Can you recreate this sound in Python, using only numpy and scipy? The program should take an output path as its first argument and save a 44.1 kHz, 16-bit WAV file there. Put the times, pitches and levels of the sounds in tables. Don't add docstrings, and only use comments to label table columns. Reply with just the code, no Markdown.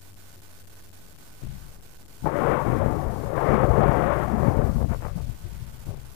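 import sys
import numpy as np
from scipy import signal
from scipy.fft import rfft, irfft, next_fast_len
from scipy.io import wavfile
from scipy.ndimage import uniform_filter1d

SR = 44100
rng = np.random.default_rng(int(sys.argv[2]) if len(sys.argv) > 2 else 0)


def wav_record(signal):
    frames = np.transpose(np.atleast_2d(signal))
    bounded = np.clip(frames, -1, 1)
    quanta = np.round(bounded * 32767).astype(np.int16)
    wavfile.write(sys.argv[1], SR, quanta)


N = 271207

# time in seconds, level in dB.
RIG_RUMBLE_LEVELS = [(0, -63.5), (.95, -59.5), (1.08, -55), (1.4, -55), (2.2, -55.5)]
# time in seconds, change in dB.
HUM_FADE = [(1.0, 0), (1.12, -5)]
# multiple of WHINE_HZ, peak in dB.
WHINE_PARTIALS = [(1, -81), (2, -96), (3, -90.5), (4, -96), (5, -96)]
# first burst in seconds, end in seconds.
BUZZ_SPELLS = [(0.128, 1.28), (1.789, 5.24), (5.934, 6.06)]
# frequency in Hz, relative density in dB per Hz.
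SHUDDER_SPECTRUM = [(13, -31.5), (22, -2.5), (44, -0.5), (103, -8.5), (136, -3.5), (249, -20), (280, -29.5),
                    (360, -24.5), (404, -37), (432, -32.5), (1200, -50.5), (1560, -65), (2640, -120)]
# frequency in Hz, relative density in dB per Hz.
CAB_SPECTRUM = [(13, -38.5), (22, -6), (43, -3), (135, -0.5), (225, -6.5), (273, -9.5), (352, -7),
                (551, -4), (626, -8.5), (697, -7), (959, -15.5), (1110, -13.5), (1500, -20.5),
                (2070, -27.5), (3600, -51), (4680, -75.5), (7920, -120)]
# frequency in Hz, width in Hz, relative gain in dB.
PANEL_RESONANCES = [(128.8, 27, -3), (153.8, 22, -3.5), (221.4, 29, -6), (401.6, 31, -12), (583, 50, -3.5),
                    (700, 50, -10), (893, 60, -4.5), (1093, 80, -9.5), (1798, 70, -8.5), (2232, 48, -4)]
# peak in seconds, rise in seconds, fall in seconds, metal in dB, glass in dB.
DEBRIS_SHOWERS = [(1.44, 0.016, 0.036, -58, -71), (4.825, 0.057, 0.029, -36.5, -52.5),
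                  (4.931, 0.034, .027, -36.5, -43), (5.053, 0.04, 0.053, -41.5, -45.5),
                  (5.183, 0.022, 0.04, -46, -57), (5.461, 0.019, 0.035, -56.5, -70),
                  (5.896, 0.024, 0.067, -47, -67.5)]
# time in seconds, click height in dB before its band-pass.
GLASS_CRACKS = [(3.543, -22), (3.811, -28), (3.835, -21)]
# start in seconds, pitch in Hz, swell peak in dB.
BOUNCES = [(1.433, 129.3, -33), (1.484, 49.8, -37), (1.486, 138, -36), (1.528, 185.5, -41),
           (1.555, 60.3, -39), (1.634, 46, -42.5), (1.685, 108.4, -45.5), (2.576, 55.4, -34),
           (2.704, 146.6, -24.5), (2.85, 99, -26.5), (3.06, 46, -23.5), (3.243, 149, -28),
           (3.525, 214, -22.5), (3.679, 88, -22.5), (3.781, 210.4, -21.5), (3.873, 151, -27.5),
           (4.047, 220, -25.5), (4.108, 130, -31), (4.327, 214, -25.5), (4.468, 116.6, -23),
           (4.751, 235, -27), (4.806, 233, -33), (4.849, 288, -35), (4.985, 75.5, -32.5),
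           (5.04, 182.5, -35.5), (5.153, 173, -27), (5.188, 48, -30.5), (5.271, 119.5, -30.5),
           (5.276, 52.5, -31), (5.435, 101.8, -31), (5.445, 351, -46), (5.534, 75.8, -33),
           (5.61, 120.3, -30), (5.868, 315.5, -46), (5.886, 102, -30.5), (5.92, 376, -48)]
# start in seconds, relative strength in dB, contact in seconds.
SHELL_BLOWS = [(1.419, -37, 0.0022), (1.434, -25, 0.0037), (1.45, -30, 0.0041), (1.47, -38.5, .0018),
               (1.485, -29, 0.0075), (2.224, -28.5, .0047), (2.245, -17, 0.0024), (2.257, -21, 0.0015),
               (2.264, -19, 0.0015), (2.449, -22, .0013), (2.466, -22, 0.0015), (2.485, -18, 0.0014),
               (2.524, -19, 0.0018), (2.668, -16.5, 0.0014), (2.674, -17, 0.0024), (2.698, -22, 0.0055),
               (2.732, -17.5, 0.0021), (2.799, -23.5, 0.0014), (2.826, -17.5, 0.0031),
               (2.837, -18.5, 0.0021), (2.861, -12, 0.0022), (2.881, -22, .003), (2.911, -17, .002),
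               (2.926, -23.5, 0.0018), (3.26, -23, 0.0029), (3.378, -19.5, 0.0011), (3.491, -13, 0.0015),
               (3.52, -17, .0021), (3.543, -12, 0.0016), (3.633, -19, 0.0014), (3.643, -13.5, .0023),
               (3.703, -12.5, 0.0089), (3.738, -17.5, 0.0017), (3.769, -17.5, 0.0026), (3.781, -11, 0.0023),
               (3.797, -18, .0026), (3.809, -11, .0024), (3.816, -19, 0.0017), (3.834, -15, 0.0017),
               (3.859, -17.5, 0.0024), (3.88, -16.5, 0.0013), (3.893, -10.5, 0.0027), (4.11, -20.5, 0.0014),
               (4.122, -17, .0017), (4.339, -23, 0.0023), (4.398, -18, 0.0032), (4.432, -18, 0.0017),
               (4.448, -15.5, 0.0019), (4.475, -19, 0.0035), (4.483, -6.5, 0.0031), (4.57, -13, 0.0043),
               (4.59, -10, 0.0024), (4.617, -24.5, 0.00097), (4.642, -13, 0.0071), (4.654, -16, 0.0041),
               (4.693, -13.5, 0.0042), (4.757, -13.5, .005), (4.784, -22.5, 0.0045), (4.814, -16, 0.0022),
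               (4.844, -19.5, 0.0021), (4.896, -24.5, 0.0015), (4.908, -17, .0045), (4.918, -22, .0018),
               (4.926, -27.5, 0.00091), (5.029, -26, 0.0016), (5.051, -27, 0.0011), (5.064, -25, 0.0016),
               (5.166, -31, 0.0045), (5.184, -29.5, 0.0039), (5.868, -34.5, .002), (5.889, -29.5, 0.0032),
               (5.938, -34.5, 0.003), (5.976, -42, 0.0014)]
# frequency in Hz, gain in dB, 60 dB decay in seconds.
CAB_MODES = [(39.6, -23, .2), (51.9, -22, 0.21), (86.6, -23, 0.13), (128.6, -14, 0.093),
             (158.3, -15.5, 0.12), (216.2, -11, 0.054), (367, -18, 0.035), (556, -14.5, 0.031)]
# start in seconds, length in seconds, pitch in Hz, width in Hz, level in dB.
SQUEALS = [(2.253, 0.033, 810, 89, -25), (2.437, 0.12, 514, 91, -25.5), (2.549, 0.087, 903, 79.6, -31),
           (2.791, 0.056, 563, 70, -26), (3.318, 0.41, 1160, 188, -35), (3.438, 0.097, 2060, 75, -42.5),
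           (3.475, 0.13, 2200, 120, -46), (3.497, 0.026, 560, 59.4, -29), (3.542, 0.034, 2180, 60, -48),
           (3.621, 0.04, 545, 68.4, -24.5), (3.755, 0.058, 420, 60.5, -25), (3.804, 0.061, 700, 61, -24),
           (3.828, 0.018, 830, 81, -26), (3.92, 0.054, 864, 60, -36), (3.946, 0.14, 710, 48.8, -34.5),
           (4.064, 0.096, 581, 59, -27), (4.092, 0.055, 1087, 120, -31), (4.206, 0.045, 1330, 219, -37),
           (4.447, 0.045, 876, 82, -32), (4.573, 0.037, 435, 118, -29)]
# time in seconds, level in dB.
SHELL_RUMBLE = [(2.21, -56), (2.25, -33), (2.31, -38), (2.5, -31.5), (2.63, -35), (2.67, -28), (3.0, -33),
                (3.21, -36.5), (3.33, -36.5), (3.55, -28.5), (3.85, -29.5), (4.32, -32.5), (4.49, -24),
                (4.53, -33), (4.66, -28.5), (4.72, -30.5), (4.85, -27), (4.88, -33), (4.92, -25),
                (4.95, -35.5), (5.3, -35), (5.39, -50), (5.45, -40), (5.85, -45.5), (5.89, -38),
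                (6.14, -51.5)]
# time in seconds, steel in dB, glass in dB.
ROOF_CRUSHES = [
    [(2.228, -48, -72), (2.254, -39.5, -63), (2.26, -23.5, -43), (2.274, -26, -37), (2.308, -31.5, -41),
     (2.36, -25, -37), (2.532, -24.5, -30), (2.642, -32, -39), (2.664, -29.5, -38.5), (2.766, -27.5, -38.5),
     (2.786, -35, -40.5), (2.808, -32.5, -38.5), (2.884, -29, -42.5), (3.228, -36.5, -50.5),
     (3.24, -30.5, -49)],
    [(3.25, -36.5, -48.5), (3.33, -28.5, -45.5), (3.372, -27.5, -37), (3.52, -21, -35), (3.618, -24, -35.5),
     (3.638, -18.5, -34), (3.664, -25, -42), (3.824, -22, -33), (4.032, -24.5, -34), (4.126, -29, -32.5),
     (4.188, -26.5, -36.5), (4.228, -28.5, -35), (4.256, -31.5, -39.5), (4.358, -31, -42.5),
     (4.482, -26.5, -39), (4.532, -29.5, -44.5), (4.586, -27.5, -44), (4.684, -32, -46),
     (4.748, -46.5, -55.5), (4.77, -44, -46.5)],
]

HUM_HZ, HUM_PEAK_DB = 96.8, -54.5
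LINE_HISS_DB = -67.5
WHINE_HZ = 1500
WHISTLE_START_S, WHISTLE_HZ, WHISTLE_DB = 2.6, 917, -86
BUZZ_PERIOD_S, BUZZ_HZ, BUZZ_DB, BUZZ_HALF_S = 0.2555, 88, -53, 0.018
HANG_DB, HANG_S = -59, 0.034
RELEASE_S, SHUDDER_DB, SHUDDER_ATTACK_S, SHUDDER_DECAY_DB_PER_S = 1.421, -35, 0.0078, 45.5
SWAY_TOP_HZ, BOOM_TOP_HZ, DRUM_TOP_HZ, METAL_TOP_HZ, GLASS_TOP_HZ = 70.2, 150, 279, 1026, 3567
SHOWER_EDGE = 2.2
PIECES_PER_S, PIECES_SPREAD_DB = 420, 2
TINKLE_LOW_HZ, TINKLE_TOP_HZ, TINKLE_DB = 1860, 2840, -17.5
SPLINTER_LOW_HZ, SPLINTER_TOP_HZ, SPLINTER_DB = 2094, 3470, -24
CRACK_LOW_HZ, CRACK_TOP_HZ = 1900, 5100
KNOCK_SWELL_S = 0.016
CRUNCH_CONTACT_S, CRUNCH_DULL_DB, CRUNCH_BRIGHT_DB, CRUNCH_DECAY_S = 0.0015, -10.5, -14.5, 0.0039
PANEL_BEND, PANEL_PATCHY_DB, PANEL_PACE_HZ = 0.025, 2, 7
RUMBLE_TRIM_DB, LURCH_DB, LURCH_HZ = 0.7, 0.36, 7.2
LANDING_S, SWAY_DB, SWAY_GROWTH_DB_PER_S, SWAY_MAX_DB = 2.4, -11.5, 4, -1
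RATTLE_DB = -20.5
METAL_DB = -2.5
CAB_GAIN_DB, LEAK_DB = 5.0, -60.0
STEP, CUTOFF_HZ, OUTPUT_HISS_DB = 1 / 128, 15300, -67.5


def from_db(db):
    return 10 ** (np.asarray(db) / 20)


def seconds():
    return np.arange(N) / SR


def curve(rows):
    return np.interp(seconds(), *np.transpose(rows))


def rms_one(x):
    return x / np.sqrt(np.mean(x ** 2) + 1e-20)


def gains(rows):
    t = seconds()
    times, *columns = np.transpose(rows)
    sounding = (t >= times[0]) & (t <= times[-1])
    return [uniform_filter1d(sounding * from_db(np.interp(t, times, db)), size=200) + 1e-9
            for db in columns]


def passed(x, hz, kind, order=2):
    sos = signal.butter(order, hz, kind, fs=SR, output="sos")
    return signal.sosfilt(sos, x + 1e-18)


def drift(hz):
    return rms_one(passed(rng.standard_normal(N + SR), hz, "low")[SR:])


def coloured(x, spectrum):
    size = next_fast_len(N + SR // 2) * 2
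    hz, db = np.transpose(spectrum)
    bins_hz = np.arange(size // 2 + 1) * SR / size
    level_db = np.interp(np.log(bins_hz + 1e-9), np.log(hz), db)
    cepstrum = irfft(np.log(from_db(level_db)))
    cepstrum[1:size // 2] *= 2
    cepstrum[size // 2 + 1:] = 0
    return irfft(rfft(x, size) * np.exp(rfft(cepstrum)))[:N]


def resonance(x, hz, width_hz):
    r = np.exp(-np.pi * width_hz / SR)
    numerator = np.array([1, 0, -1]) * (1 - r * r) / 2
    return signal.lfilter(numerator, [1, -2 * r * np.cos(2 * np.pi * hz / SR), r * r], x)


def ring(x, hz, t60_s):
    r = from_db(-60 / (t60_s * SR))
    w = 2 * np.pi * hz / SR
    return signal.lfilter([0, np.sin(w)], [1, -2 * r * np.cos(w), r * r], x + 1e-18)


def snaps(per_s, spread_db):
    sizes = from_db(spread_db * np.minimum(rng.exponential(1, N), 4))
    signs = rng.choice([-1, 1], N)
    return sizes * signs * (rng.random(N) < per_s / SR)


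def evened(x, span_s):
    size = max(int(span_s * SR), 8)
    power = uniform_filter1d(uniform_filter1d(x * x, size), size)
    return x / np.sqrt(np.abs(power) + 1e-20)


def cab_floor():
    hum_gain = from_db(HUM_PEAK_DB + curve(HUM_FADE) + 1.5 * drift(6))
    hum_hz = HUM_HZ + 0.8 * drift(4.6)
    hum = hum_gain * np.sin(2 * np.pi * np.cumsum(hum_hz) / SR)
    rumble = drift(150) + from_db(-3) * rms_one(resonance(drift(150), 41, 16))
    hiss = from_db(-73) * drift(540) + from_db(LINE_HISS_DB) * rng.standard_normal(N)
    return hum + from_db(curve(RIG_RUMBLE_LEVELS)) * rumble + hiss


def idle_side():
    t = seconds()
    whine = sum(from_db(db) * np.sin(2 * np.pi * k * WHINE_HZ * t) for k, db in WHINE_PARTIALS)
    whistle = rms_one(resonance(rng.standard_normal(N), WHISTLE_HZ, 25))
    whistle *= from_db(WHISTLE_DB) * (t > WHISTLE_START_S)

    bursts = np.concatenate([np.arange(first, end, BUZZ_PERIOD_S) for first, end in BUZZ_SPELLS])
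    nearest = np.searchsorted((bursts[1:] + bursts[:-1]) / 2, t)
    age = t - bursts[nearest]
    gate = np.exp(-(age / BUZZ_HALF_S) ** 4)
    cycles = np.sin(2 * np.pi * np.cumsum(BUZZ_HZ + 4 * drift(4.6)) / SR)
    buzz = from_db(BUZZ_DB) * gate * (cycles + 0.32)
    hang = from_db(HANG_DB) * (age > 0) * (age < HANG_S) * age / HANG_S

    wander = from_db(-75) * drift(20) + from_db(-75.5) * drift(90) + from_db(-78) * drift(1100)
    hiss = from_db(-75) * rng.standard_normal(N)
    return hiss + wander + whine + whistle + buzz + hang


def release():
    age = np.maximum(seconds() - RELEASE_S, 0)
    rise = np.minimum(age / SHUDDER_ATTACK_S, 1)
    level = rise * from_db(SHUDDER_DB - SHUDDER_DECAY_DB_PER_S * age)
    shake = coloured(snaps(per_s=660, spread_db=2.5), SHUDDER_SPECTRUM)
    return level * evened(shake, span_s=0.03)


def knocks():
    out = np.zeros(N)
    for start_s, hz, db in BOUNCES:
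        start = int(start_s * SR)
        age = np.arange(min(SR // 4, N - start)) / SR
        x = age / KNOCK_SWELL_S
        swell = x * np.exp(0.5 - 0.5 * x ** 2)
        out[start:start + len(age)] += from_db(db) * swell * np.sin(2 * np.pi * hz * age)
    return out


def through_panels(clicks):
    x = coloured(clicks, CAB_SPECTRUM)
    return x + sum(from_db(db) * resonance(x, hz, width) for hz, width, db in PANEL_RESONANCES)


def shower_gains():
    t = seconds()
    swells = np.array([np.exp(-np.maximum((peak - t) / rise, (t - peak) / fall) ** SHOWER_EDGE)
                       for peak, rise, fall, _, _ in DEBRIS_SHOWERS])
    return from_db(np.array(DEBRIS_SHOWERS)[:, 3:]).T @ swells


def debris():
    metal, glass = shower_gains()
    pieces = through_panels(snaps(PIECES_PER_S, PIECES_SPREAD_DB))
    dull = passed(pieces, [DRUM_TOP_HZ, METAL_TOP_HZ], "band", order=3)
    bright = passed(pieces, [METAL_TOP_HZ, GLASS_TOP_HZ], "band", order=4)
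    return metal * evened(dull, span_s=0.025) + glass * evened(bright, span_s=0.025)


def tinkle():
    splinters = passed(snaps(per_s=550, spread_db=3.5), [SPLINTER_LOW_HZ, SPLINTER_TOP_HZ], "band", order=3)
    shards = passed(snaps(per_s=670, spread_db=-3.5), [TINKLE_LOW_HZ, TINKLE_TOP_HZ], "band", order=3)
    _, crush_glass = gains(np.concatenate(ROOF_CRUSHES))
    _, shower_glass = shower_gains()
    return (from_db(SPLINTER_DB) * crush_glass * evened(splinters, span_s=0.048)
            + from_db(TINKLE_DB) * shower_glass * evened(shards, span_s=0.04))


def cracks():
    clicks = np.zeros(N)
    for s, db in GLASS_CRACKS:
        clicks[int(s * SR)] = from_db(db)
    return passed(clicks, [CRACK_LOW_HZ, CRACK_TOP_HZ], "band")


def scrape():
    slips = snaps(per_s=2100, spread_db=0.0)
    out = np.zeros(N)
    run_in = SR // 10
    for start_s, length_s, hz, width, db in SQUEALS:
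        start, size = int(start_s * SR), int(length_s * SR)
        excitation = slips[start - run_in:start + size + run_in]
        rung = resonance(resonance(excitation, hz, width), hz, 3 * width)
        tone = evened(rung, span_s=0.012)[run_in:run_in + size]
        swell = np.sin(np.linspace(0, np.pi, size))
        out[start:start + size] += from_db(db) * swell * tone
    return out


def blows():
    push, impulse, dull, bright = np.zeros((4, N))
    for start_s, db, contact_s in SHELL_BLOWS:
        pulse = np.hanning(max(int(contact_s * SR), 4))
        start = int(start_s * SR)
        at = slice(start, start + len(pulse))
        push[at] += from_db(db) * pulse
        impulse[at] += from_db(db) * pulse / pulse.sum()
        dull[start] += from_db(db) * (CRUNCH_CONTACT_S / contact_s) ** 1.9
        bright[start] += from_db(db) * (CRUNCH_CONTACT_S / contact_s) ** 2.5
    rings = sum(from_db(db) * ring(impulse, hz, t60) for hz, db, t60 in CAB_MODES)

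    pole = np.exp(-1 / (CRUNCH_DECAY_S * SR))
    dull, bright = signal.lfilter([1], [1, -pole], np.array([dull, bright]) + 1e-18)
    grit = through_panels(rng.standard_normal(N))
    dull_grit = evened(passed(grit, [320, 850], "band", order=3), span_s=0.0038)
    bright_grit = evened(passed(grit, [850, 1900], "band", order=3), span_s=0.021)
    crunch = from_db(CRUNCH_DULL_DB) * dull * dull_grit + from_db(CRUNCH_BRIGHT_DB) * bright * bright_grit
    crunch = passed(crunch, 2100, "low", order=6)
    return passed(from_db(-1.0) * push + rings + crunch, 34, "high")


def bending(x):
    at = np.arange(N)
    pole = np.exp(-PANEL_PACE_HZ / SR)
    lead = signal.lfilter([1], [1, -pole], PANEL_BEND * drift(PANEL_PACE_HZ))
    return np.interp(at + lead, at, x) * from_db(PANEL_PATCHY_DB * drift(PANEL_PACE_HZ) - 2.0)


def through_bending_panels(clicks):
    x = coloured(clicks, CAB_SPECTRUM)
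    panels = sum(from_db(db) * bending(resonance(x, hz, width)) for hz, width, db in PANEL_RESONANCES)
    return x + from_db(6.5) * panels


def crash_levels():
    rumble, = gains(SHELL_RUMBLE)
    boom = from_db(RUMBLE_TRIM_DB + LURCH_DB * drift(LURCH_HZ)) * rumble
    sway_db = SWAY_DB + SWAY_GROWTH_DB_PER_S * (seconds() - LANDING_S)
    sway = boom * from_db(np.minimum(sway_db, SWAY_MAX_DB))
    steel, glass = gains(np.concatenate(ROOF_CRUSHES))
    metal = np.hypot(steel, from_db(RATTLE_DB) * boom)
    return sway, boom, metal, glass


def crash():
    sway, boom, metal, glass = crash_levels()
    buckles = through_bending_panels(snaps(per_s=1500, spread_db=1.5))
    shards = through_panels(snaps(per_s=3000, spread_db=2.0))
    jolts = through_panels(snaps(per_s=600, spread_db=2.5))

    swaying = evened(passed(buckles, [29, SWAY_TOP_HZ], "band", order=3), span_s=0.061)
    dull = evened(passed(jolts, [SWAY_TOP_HZ, BOOM_TOP_HZ], "band"), span_s=0.037)
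    hard = evened(passed(buckles, [SWAY_TOP_HZ, DRUM_TOP_HZ], "band", order=4), span_s=0.037)
    crumpling = evened(passed(buckles, [DRUM_TOP_HZ, METAL_TOP_HZ], "band", order=4), span_s=0.02)
    grains = buckles + 0.88 * shards
    breaking = evened(passed(grains, [METAL_TOP_HZ, GLASS_TOP_HZ], "band", order=4), span_s=0.025)

    yielding = metal ** 2 / (metal ** 2 + (from_db(-13.5) * boom) ** 2)
    booming = from_db(0.5) * np.sqrt(yielding) * hard + from_db(-4.5) * np.sqrt(1 - yielding) * dull
    return sway * swaying + boom * booming + from_db(METAL_DB) * metal * crumpling + glass * breaking


def scene():
    truck = release() + knocks() + debris() + tinkle() + cracks() + scrape() + blows() + crash()
    truck = from_db(CAB_GAIN_DB) * truck
    leak = from_db(LEAK_DB) * passed(truck, 300, "high")
    return np.array([truck + cab_floor(), idle_side() + leak])


def record(dry):
    stepped = STEP * (np.floor(dry / STEP) + 0.5)
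    stepped = stepped + from_db(OUTPUT_HISS_DB) * rng.standard_normal(dry.shape)
    top_cut = signal.ellip(10, 0.1, 80, CUTOFF_HZ, fs=SR, output="sos")
    return signal.sosfilt(top_cut, stepped) - STEP / 2


dry = scene()
out = record(dry)
wav_record(out)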